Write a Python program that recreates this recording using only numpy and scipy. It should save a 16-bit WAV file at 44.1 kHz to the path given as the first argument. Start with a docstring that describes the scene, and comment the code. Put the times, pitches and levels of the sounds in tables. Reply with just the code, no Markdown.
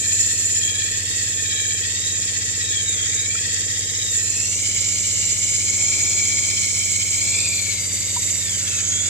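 """A nearly shut valve hisses and squeals as a diaphragm pump forces antifreeze through it.
The jet rings the pipework and surges with each turn of the pump, which hums and rattles in a van cupboard.
A hand-held microphone moves from above the tank to the pipe fitting and ends behind a rustling sleeve.
Echoes make the tone of the hiss slide as the hand sways. Two bubbles pop along the way."""
import sys
import numpy as np
from scipy import signal
from scipy.fft import rfft, irfft
from scipy.io import wavfile

SR = 44100
rng = np.random.default_rng(int(sys.argv[2]) if len(sys.argv) > 2 else 0)


def to_wav(sig):
    """Store sig (one row per channel, or 1-D mono) as 16-bit WAV at the path in sys.argv[1].

    Samples outside -1..1 are clipped; the rate is SR.
    """
    pcm = np.clip(np.atleast_2d(sig), -1, 1) * 32767
    pcm = np.round(pcm).astype(np.int16)
    wavfile.write(sys.argv[1], SR, pcm.T)  # frames by channels


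N = 400855
TIME = np.arange(N) / SR
SIDES = np.array([[.5], [-.5]])  # splits a pan (left minus right, in dB) between the two channels


def from_db(db):
    """Turn decibels into a gain to multiply by."""
    return 10 ** (np.asarray(db) / 20)


def follow(rows, at):
    """Join a table's rows with straight lines and read each column at the given points."""
    points, *columns = np.transpose(rows)
    return [np.interp(at, points, column) for column in columns]


def colour(rows, hz):
    """Read a table of levels by frequency, with octaves evenly spaced."""
    points, *columns = np.transpose(rows)
    return np.array([np.interp(np.log(hz + 1), np.log(points + 1), column) for column in columns])


def wander(rate_hz):
    """A random wobble of about size 1, mostly slower than the given rate."""
    hz = np.fft.rfftfreq(N, 1 / SR)
    wobble = irfft(rfft(rng.standard_normal(N)) / np.sqrt(1 + (hz / rate_hz) ** 4), N)
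    return wobble / wobble.std()


def to_spectra(x, size=1024):
    """Cut a sound into short slices; return frequencies, times and each slice's spectrum."""
    return signal.stft(x, SR, nperseg=size, noverlap=size - size // 4)


def to_sound(spectra, size=1024):
    """Join the slices again, scaled so that gains on white noise are levels per Hz."""
    return signal.istft(spectra, nperseg=size, noverlap=size - size // 4)[1][..., :N] * np.sqrt(SR / 2)


def low_noise(spectrum, spread):
    """Noise with the given spectrum; spread sets how much left and right differ."""
    common, apart = rng.standard_normal((2, N))
    hz, _, noise = to_spectra(common + 2 * SIDES * spread * apart)
    return to_sound(noise * from_db(colour(spectrum, hz)[0])[:, None])


def bell(hz, centre_hz, width_hz):
    """The shape of one resonance: a hump that is 1 at its centre."""
    return 1 / (1 + (2 * (hz - centre_hz) / width_hz) ** 2)


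# The microphone's path (time [s], place [0 above the tank, 1 at the fitting, 2 behind the sleeve])
MIC_PATH = [(0, 0.3), (4.0, 0.012), (4.54, 0.84), (7.1, 0.92), (7.77, 1.94), (9.09, 1.83)]
def place_shares(t):
    """How much of the sound comes from each of the three microphone places."""
    place = np.clip(follow(MIC_PATH, t)[0], 0, 2)
    return np.maximum(1 - abs(place - np.arange(3)[:, None]), 0)


def turbulence(pops_per_s, pop_size):
    """Churning liquid makes noise, and collapsing vapour bubbles add clicks."""
    pops = (rng.random(N) < pops_per_s / SR) * rng.uniform(-1.5, 1.5, N) * pop_size
    noise = rng.standard_normal(N) + pops
    return noise / noise.std()


# How alike left and right are (frequency [Hz], likeness [0 to 1])
LIKENESS = [(1000, .78), (7000, .82), (15000, .65)]
# How far the left wave runs ahead of the right at each place (frequency [Hz], lead [radians])
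LEAD_TANK = [(0, 0.0), (1852, -1.0), (2584, -6.8), (3833, -0.7), (4350, -5.3), (4910, -1.2), (5556, -4.4),
             (5814, 1.6), (6417, 5.0), (6675, 3.0), (6934, 3.3), (7020, 4.2), (7149, 8.0), (7407, 9.6),
             (7666, 13.6), (7967, 14.2), (8096, 14.8), (8140, 12.2), (8484, 17.7), (15030, 28.2)]
LEAD_FITTING = [(0, 0.0), (1852, -1.8), (2024, -5.8), (2584, -7.0), (4565, 10.0), (5168, 9.9), (5340, 6.5),
                (5771, 13.3), (6417, 11.3), (6503, 12.7), (6632, 11.9), (6675, 9.7), (6718, 9.5),
                (6761, 11.5), (7106, 10.8), (7450, 14.3), (7967, 7.6), (8355, 6.2), (8484, 10.7),
                (15030, 9.6)]
LEAD_SLEEVE = [(0, 0.0), (1723, -1.0), (2110, -6.3), (2799, -6.2), (3273, -9.6), (3531, -7.3), (4350, -8.5),
               (4479, -9.5), (4522, -12.1), (4867, -13.8), (4910, -15.6), (5469, -14.1), (6417, -15.2),
               (7106, -11.0), (7407, -12.0), (7450, -9.1), (7623, -5.7), (7709, -5.4), (8441, -10.1),
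               (15030, -24.8)]
def jet(size):
    """The jet's noise, in slices: it reaches left and right partly alike and out of step."""
    noise = np.array([turbulence(pops_per_s=300, pop_size=4) for side in range(2)])
    hz, t, (left, unrelated) = to_spectra(noise, size)
    alike = colour(LIKENESS, hz)[0][:, None]
    leads = np.array([follow(rows, hz)[0] for rows in (LEAD_TANK, LEAD_FITTING, LEAD_SLEEVE)])
    phase = np.angle(np.exp(-1j * leads).T @ place_shares(t))
    right = alike * np.exp(1j * phase) * left + np.sqrt(1 - alike ** 2) * unrelated
    return hz, t, np.array([left, right])


# The broad hiss at each place (frequency [Hz], left level [dB per Hz], right level [dB per Hz])
HISS_TANK = [(1597, -81, -84), (1704, -62.5, -83.5), (2770, -76, -79), (4490, -84.5, -82),
             (6210, -59.5, -59.5), (7196, -58, -47.5), (7930, -67, -66.5), (9510, -81.5, -83.5),
             (11400, -72, -76.5), (15218, -89, -93)]
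HISS_FITTING = [(1666,-78.5,-78.5), (1760,-65.5,-69), (2870,-62,-73.5), (4500,-63.5,-65.5),
                (6220,-64.5,-65.5), (7220,-54,-55.5), (7995,-56,-57), (9650,-79.5,-77.5),
                (11900,-76.5,-73.5), (15500,-104,-86.5)]
HISS_SLEEVE = [(1580, -81.5, -82.5), (1690, -71, -81), (2800, -76.5, -77.5), (4470, -59, -68.5),
               (6230, -64, -70), (7200, -66.5, -55), (7990, -68, -71.5), (9450, -79.5, -77.5),
               (12500, -80.5, -77), (15205, -93, -98)]
# Peaks and dips (negative) of pipes and cupboard (frequency [Hz], width [Hz], left [dB], right [dB])
PEAKS_TANK = [(1500, 52, -1, -18), (1904, 115, 3.3, 19), (2070, 150, 0.5, -8), (2370, 140, 8.5, 6),
              (2830, 110, -13.5, 0), (3276, 394, 19.5, 13), (3340, 83, -0.5, -15), (3736, 246, 17, 9.5),
              (3864, 140, 1, 11), (4220, 147, 15, 13.5), (4470, 127, 20, 8), (4853, 430, 17.5, 11.1),
              (5290, 210, 8.5, 6), (5474, 97, 14, -11), (6210, 194, -8.9, -6.5), (7050, 160, 2, -12.5),
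              (7130, 200, 4, -4), (7900, 270, 11, 0.5), (8160, 113, -8, -7), (8460, 170, 10.5, 11)]
PEAKS_FITTING = [(1510,130,-5,-6), (2114,394,-14,-3.5), (2187,108,14.5,-1), (2870,125,-3.5,1),
                 (2965,150,6.5,-3), (3168,146,17.5,0), (3202,336,-20,-0.5), (3490,80,-10,-8),
                 (4590,130,-11,-13), (5289,119,-9,4.5), (5330,89,14,3), (5360,180,-10,-2), (5800,230,7,-5),
                 (6376,116,-2,-10), (6450,83,-3,-3), (6750,520,4.5,8), (7430,74,-11,-8), (7370,130,-15,5),
                 (7640,300,6,0.5), (8660,78,-3,-11)]
PEAKS_SLEEVE = [(1860, 100, 4.5, 4), (2230, 250, 11.5, 6), (3195, 260, -16, -2), (3230, 520, 17, 8.5),
                (3557, 130, -12, -7), (3907, 134, -4.5, 2), (4080, 111, -19, -6.0), (4520, 142, -14.5, -9),
                (5209, 276, -2, 7.5), (5470, 153, -6.1, -4.1), (6400, 210, -4, 9), (6650, 300, 16, 10.5),
                (6730, 220, -5.5, -16.5), (7500, 92, 14, 6), (7618, 260, -19, -5.5), (7760, 530, 14, 17.5),
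                (8050, 170, -7, -1.6), (8250, 114, 17, -2), (8450, 183, 2, 12), (8944, 81, 1, 2)]
def pipework(hz, t):
    """The pipes ring at their own pitches, putting peaks on the broad hiss; returns dB."""
    places = (HISS_TANK, PEAKS_TANK), (HISS_FITTING, PEAKS_FITTING), (HISS_SLEEVE, PEAKS_SLEEVE)
    bass_cut_db = 55 * np.maximum(1 - hz / 1300, 0)  # a small jet makes no bass
    level_db = 0
    for share, (hiss, peaks) in zip(place_shares(t), places):
        ring_db = sum(np.outer(sides_db, bell(hz, centre, width)) for centre, width, *sides_db in peaks)
        level_db += share * (colour(hiss, hz) + ring_db - bass_cut_db)[:, :, None]
    return level_db


# How the hand's sway moves the echo peaks (time [s], main peak's pitch [Hz], depth [gain])
HAND_SWAY = [(0, 2360, 0.93), (0.25, 2500, 1.05), (0.47, 2509, 0.9), (0.76, 2314, 1.18), (1.12, 2610, 0.98),
             (1.4, 2390, 0.98), (1.66, 2270, 1.08), (2.02, 2690, 0.79), (2.15, 2457, 0.61),
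             (2.52, 2620, 0.65), (2.75, 2340, 0.8), (2.95, 2020, 1.03), (3.08, 1957, 0.77),
             (3.36, 2470, 0.77), (3.71, 2650, 0.61), (4.02, 2860, 0.7), (4.21, 2400, 0.83),
             (4.41, 2560, 0.86), (4.68, 2886, 0.85), (5.25, 2750, 0.82), (5.69, 2930, 0.74),
             (6.06, 3100, 0.64), (6.46, 2990, 0.97), (7.16, 2950, 0.77), (7.45, 3352, 1.31),
             (7.92, 2740, 0.57), (8.38, 2710, 0.73), (8.62, 1990, 0.74), (8.8, 1830, 0.96), (9.09, 2040, 1)]
# Echo peaks and dips at rest (frequency [Hz], width [Hz], above the tank [dB], at the fitting [dB],
# behind the sleeve [dB], how strongly it follows the sway [exponent])
ECHO_PEAKS = [(1856,230,10.5,6.5,15,0.96), (2327,287,-8,-13.5,3,1), (2565,437,12,12.5,5,1.16),
              (3470,426,9,4,15,0.94), (3790,440,-8.5,-6,-13.5,1.16), (4195,610,7.5,11.5,5.5,0.82),
              (5400,280,-3,6,5.5,1.13), (6570,820,-5.5,-3.5,0.5,0.89), (7050,310,3.5,-2.5,5,0.67)]
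def echoes_and_howl(hz, t, rest_hz=2500, howl_onset_hz=2060, howl_full_hz=3035):
    """Tank and wall echoes add sliding peaks, in dB; as they slide up, a pipe by the fitting howls."""
    hz, shares = hz[:, None], place_shares(t)
    pitch, depth = follow(HAND_SWAY, t)
    tremble = np.interp(t, TIME, wander(rate_hz=7.8))
    sputter = np.interp(t, TIME, wander(rate_hz=27))
    stretch = pitch / rest_hz * (1 + 0.0043 * tremble)
    echo_db = depth * sum((np.array(place_db) @ shares) * bell(hz, centre * stretch ** power, width)
                          for centre, width, *place_db, power in ECHO_PEAKS)
    drive = shares[1] * np.clip((pitch - howl_onset_hz) / (howl_full_hz - howl_onset_hz), 0, 1)
    howl_hz = 2230 * stretch ** 0.15 * (1 + 0.0058 * tremble)  # pulled along a little by the slide
    howl_db = (17 + 0.9 * sputter) * drive * bell(hz, howl_hz, width_hz=244)
    return np.array([echo_db + howl_db, echo_db + 0.65 * howl_db])


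# Whistles in the hiss (middle time [s], half length [s], pitch [Hz], glide [Hz per s], width [Hz],
# left boost [dB], right boost [dB])
WHISTLES = [(.2,0.21,7120,0,260,7.5,3), (.59,.15,7100,-900,240,8.5,6), (.74,.19,3320,744,255,11.5,8),
            (1.497,0.26,3440,-918,339,10,12), (1.59,.17,3860,338,282,7,6.6),
            (2.114,.096,3800,-1450,341,13.5,14), (2.66,.08,3820,-2000,300,14,14),
            (2.757,0.078,3370,-2700,300,13.5,16), (2.892,0.055,3780,-3300,200,13,6),
            (2.99,0.04,3330,-2600,200,13,15), (3.234,.11,3880,1250,244,7,6.7),
            (3.32,.11,2320,2040,240,12.5,9), (4.077,.12,3800,-1282,415,8.5,6),
            (4.434,.12,2630,1239,232,8,4.4), (4.53,0.15,6000,1047,276,11,5), (5.1,1,7300,20,190,9,12.5),
            (6.75,0.31,5540,176,467,10,-3), (6.86,0.58,7780,-553,568,-1,10.5),
            (7.36,0.18,8200,422,568,5,11), (7.464,.29,2620,-92,443,0,9), (7.987,0.38,4530,-341,395,10,12),
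            (8.48,0.14,3550,-4600,300,16.5,16), (8.69,.05,3300,-3400,257,11,3),
            (8.74,0.074,2590,-1402,270,15,17), (8.977,.15,3290,1378,348,13,8),
            (8.95,0.24,6730,900,800,5.5,10.5)]
def whistles(hz, t):
    """Each whistle is a narrow boost, in dB, that swells, glides and fades, with a dip on either side."""
    boost_db = 0
    for middle_s, half_s, pitch_hz, glide, width_hz, *sides_db in WHISTLES:
        centre_hz = pitch_hz + glide * (t - middle_s)
        peak = bell(hz[:, None], centre_hz, width_hz)
        skirt = bell(hz[:, None], centre_hz, 2.1 * width_hz)
        swell = np.exp(-((t - middle_s) / half_s) ** 2)
        boost_db += np.multiply.outer(sides_db, swell * (peak + 0.88 * (peak - skirt)))
    return boost_db


def cupboard(hz, t, echoes):
    """Short echoes off the walls ripple the spectrum on each side and drift as the hand sways."""
    response = np.ones((2, len(hz), len(t)), complex)
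    for side in response:
        for delay_s, sway_hz, start in rng.uniform((.004, .2, 0), (.011, .7, 1), (echoes, 3)):
            late_s = delay_s + 7e-5 * np.sin(2 * np.pi * (sway_hz * t + start))
            side += .11 * np.exp(-2j * np.pi * hz[:, None] * late_s)
    return response


# The jet's strength, heard in the squeal (time [s], level [dB])
FLOW = [(0.0, 4), (0.55, 4), (0.88, 1.25), (3.1, 1.2), (3.93, 1), (4.3, 1.7), (6.13, 2.5), (7.3, 0.4),
        (7.8, -0.7), (8.3, 1), (8.6, 0.5), (9.09, 0.5)]
# Brief spurts of the squeal (time [s], boost [dB])
SPURTS = [(.2, 1.5), (1.23, 1), (3.12, 1), (4.16, 2.5)]
def flow(spurt_s=0.063):
    """The jet's strength in dB: a slow drift with brief spurts."""
    return follow(FLOW, TIME)[0] + sum(db * np.exp(-((TIME - s) / spurt_s) ** 2) for s, db in SPURTS)


def surge(turns, lag, skew):
    """The pressure rises to a pointed crest once a turn; skew tilts the crest."""
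    return np.cos(2 * np.pi * (turns - lag)) + 0.49 * np.cos(4 * np.pi * (turns - lag - skew))


# What turning the microphone does, and how bright the highest fizz is (time [s], squeal pan [dB], hiss pan
# [dB], fizz boost [dB])
MIC_TURN = [(0.0, -3, -1.5, -4.5), (0.61, -2.5, -2.5, -5.5), (1.13, -4, 0.5, -5), (3.26, -3, 0.4, -9),
            (4.42, -2.5, -1.5, -4), (5.75, 0, -0.6, -4.3), (6.31, -1, -0.5, -3.5), (6.99, -2.5, 0, -1.5),
            (7.4, 2, -3, 1), (7.65, 5, -1.8, 1), (8.47, -1, -1.5, -1), (9.09, -1, -2.5, -7.5)]
def valve(turns, size=1600):
    """The jet rings the pipework; pump pressure makes the high squeal and lower hiss surge and flutter."""
    hz, t, noise = jet(size)
    level_db = pipework(hz, t) + echoes_and_howl(hz, t) + whistles(hz, t)
    fizz_share = np.clip((hz[:, None] - 9000) / 2500, 0, 1)
    level_db += fizz_share * follow(MIC_TURN, t)[2]  # the highest fizz grows brighter and duller over time
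    spectra = noise * from_db(level_db) * cupboard(hz, t, echoes=6)
    squeal_share = np.clip((hz[:, None] - 5000) / 1500, 0, 1)
    squeal = to_sound(spectra * squeal_share, size)
    hiss = to_sound(spectra * (1 - squeal_share), size)

    squeal_pan, hiss_pan, _ = follow(MIC_TURN, TIME)
    flutter = wander(rate_hz=19)
    pulse_db = 0.52 + 0.46 * place_shares(TIME)[0]  # the squeal pulses most above the tank
    squeal_db = flow() + SIDES * squeal_pan + .7 * flutter + pulse_db * surge(turns, lag=.28, skew=0)
    hiss_db = -2 + SIDES * hiss_pan + .72 * flutter + 1.62 * surge(turns, lag=-.18, skew=.16)
    hiss_db += .72 * wander(rate_hz=3.3)  # the hiss also wavers by itself
    return squeal * from_db(squeal_db) + hiss * from_db(hiss_db)


# The pump's tones (harmonic [times the shaft speed], level above the tank [dB], at the fitting [dB])
PUMP_TONES = [(2, -59, -59), (3, -59, -59), (4, -55, -55), (5, -55, -56), (6, -39, -38), (7, -47, -47),
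              (9, -60, -59), (10, -60, -62), (11, -63, -56), (12, -54, -48), (13, -60, -62), (15, -61, -62),
              (18, -54, -54), (19, -61, -59), (21, -57, -59), (24, -66, -67), (25, -58, -60),
              (26, -65, -66), (28, -66, -67), (29, -57, -60), (30, -56, -62), (31, -56, -61),
              (34, -66, -66), (35, -63, -58), (37, -67, -66), (38, -65, -65), (40, -64, -60),
              (48, -69, -70)]
def pump_hum(turns):
    """Once a turn the strong tones swell into a throb; the lowest ones and a buzz fall between throbs."""
    near = np.clip(follow(MIC_PATH, TIME)[0], 0, 1)
    listed = [row[0] for row in PUMP_TONES]
    buzz_db = {harmonic: -60.5 - 0.67 * harmonic for harmonic in range(14, 56) if harmonic not in listed}
    buzz = [(harmonic, db, db) for harmonic, db in buzz_db.items()]
    hum = np.zeros(N)
    for harmonic, tank_db, fitting_db in PUMP_TONES + buzz:
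        # Tones with the same lag peak together; scatter blurs that peak.
        lag, scatter = (.56, .25) if harmonic < 5 else (0, .08) if harmonic < 8 else (.32, .4)
        cycles = harmonic * (turns - lag) + scatter * rng.random()
        level_db = tank_db + near * (fitting_db - tank_db)
        hum += np.sqrt(2) * from_db(level_db) * np.cos(2 * np.pi * cycles)
    return hum * from_db(.5 * wander(rate_hz=16) + SIDES * .5)


# The pump's rumble on its mount (frequency [Hz], level [dB per Hz])
MOUNT_RUMBLE = [(15, -83), (35, -93), (70, -68), (140, -73), (220, -77.5), (450, -81), (620, -83),
                (850, -87), (1300, -87), (2000, -100)]
def rattle(turns):
    """Six valve beats a turn shake the mount; each turn brings a throb, a soft knock and a hard one."""
    beats = 0.79 + 0.42 * np.exp(-(6 * turns % 1) / 0.56)
    throb = 1 + 0.18 * np.cos(2 * np.pi * (turns - .3))
    soft_knock = 0.23 * np.exp(-((turns - .26) % 1) / 0.026)
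    hard_knock = 0.55 * np.exp(-((turns - .92) % 1) / 0.047)
    shake = low_noise(MOUNT_RUMBLE, spread=.3)
    return shake * (beats * throb + soft_knock + hard_knock) * from_db(SIDES * 9.5 - 1.5)


# Steady hums (pitch [Hz], level [dB])
DRONES = [(120, -61), (147, -56.5), (368, -64)]
def drones():
    """Faint hums waver slightly, out of step with the pump."""
    return sum(np.sqrt(2) * from_db(db) * np.sin(2 * np.pi * hz * TIME + 0.44 * wander(rate_hz=3))
               for hz, db in DRONES)


# Bubble pops (time [s], pitch [Hz], peak level [dB], length [s], pan [dB])
BUBBLES = [(3.352, 1356, -31.5, 0.014, 8), (8.164, 970, -25.5, 0.025, -5)]
def bubbles():
    """Each bubble pops and rings at one pitch for a moment."""
    pops = np.zeros((2, N))
    for start_s, hz, peak_db, length_s, pan_db in BUBBLES:
        age = np.maximum(TIME - start_s, 0)
        rise = 1 - np.exp(-age / 0.00055)
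        fade = np.exp(-np.minimum(age / (0.62 * length_s), 5) ** 3)
        pops += from_db(peak_db + SIDES * pan_db) * rise * fade * np.sin(2 * np.pi * hz * age)
    return pops


# The tone of rubbing cloth (frequency [Hz], level [dB per Hz])
CLOTH_TONE = [(30, -85), (150, -83.5), (330, -73.5), (600, -80), (1200, -86.5), (3000, -108)]
# Strokes of the sleeve past the microphone (time [s], hold [s], level [dB])
SLEEVE_STROKES = [(5.85, 0.22, 1.5), (6.3, 0.19, -2), (7.324, 0.1, -3), (8.6, .4, -28)]
def sleeve(rise_s=0.14, fall_s=0.1):
    """Cloth brushes by in a few strokes, over a faint rustle that grows as the microphone nears it."""
    rub = from_db(-10) * follow(MIC_PATH, TIME)[0]
    for start_s, hold_s, db in SLEEVE_STROKES:
        before = np.maximum(start_s - TIME, 0) / rise_s
        after = np.maximum(TIME - start_s - hold_s, 0) / fall_s
        rub += from_db(db) * np.exp(-(before + after) ** 2)
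    return low_noise(CLOTH_TONE, spread=0.67) * rub


# The pump's shaft, speeding up slightly (time [s], speed [turns per s])
SHAFT_SPEED = [(0, 15.585), (5, 15.655), (9.09, 15.76)]
def scene():
    """One shaft drives hiss, hum and rattle together; drones, bubbles and the sleeve join them."""
    speed = follow(SHAFT_SPEED, TIME)[0] * (1 + 0.0023 * wander(rate_hz=4.2))
    turns = 0.0808 + np.cumsum(speed) / SR
    return valve(turns) + pump_hum(turns) + rattle(turns) + drones() + bubbles() + sleeve()


def record(dry, cutoff_hz=15400):
    """Cut away the very highest treble."""
    low_pass = signal.firwin(511, cutoff_hz, window=("kaiser", 9), fs=SR)
    return signal.oaconvolve(dry, low_pass[None], "same")


dry = scene()
out = record(dry)
to_wav(out)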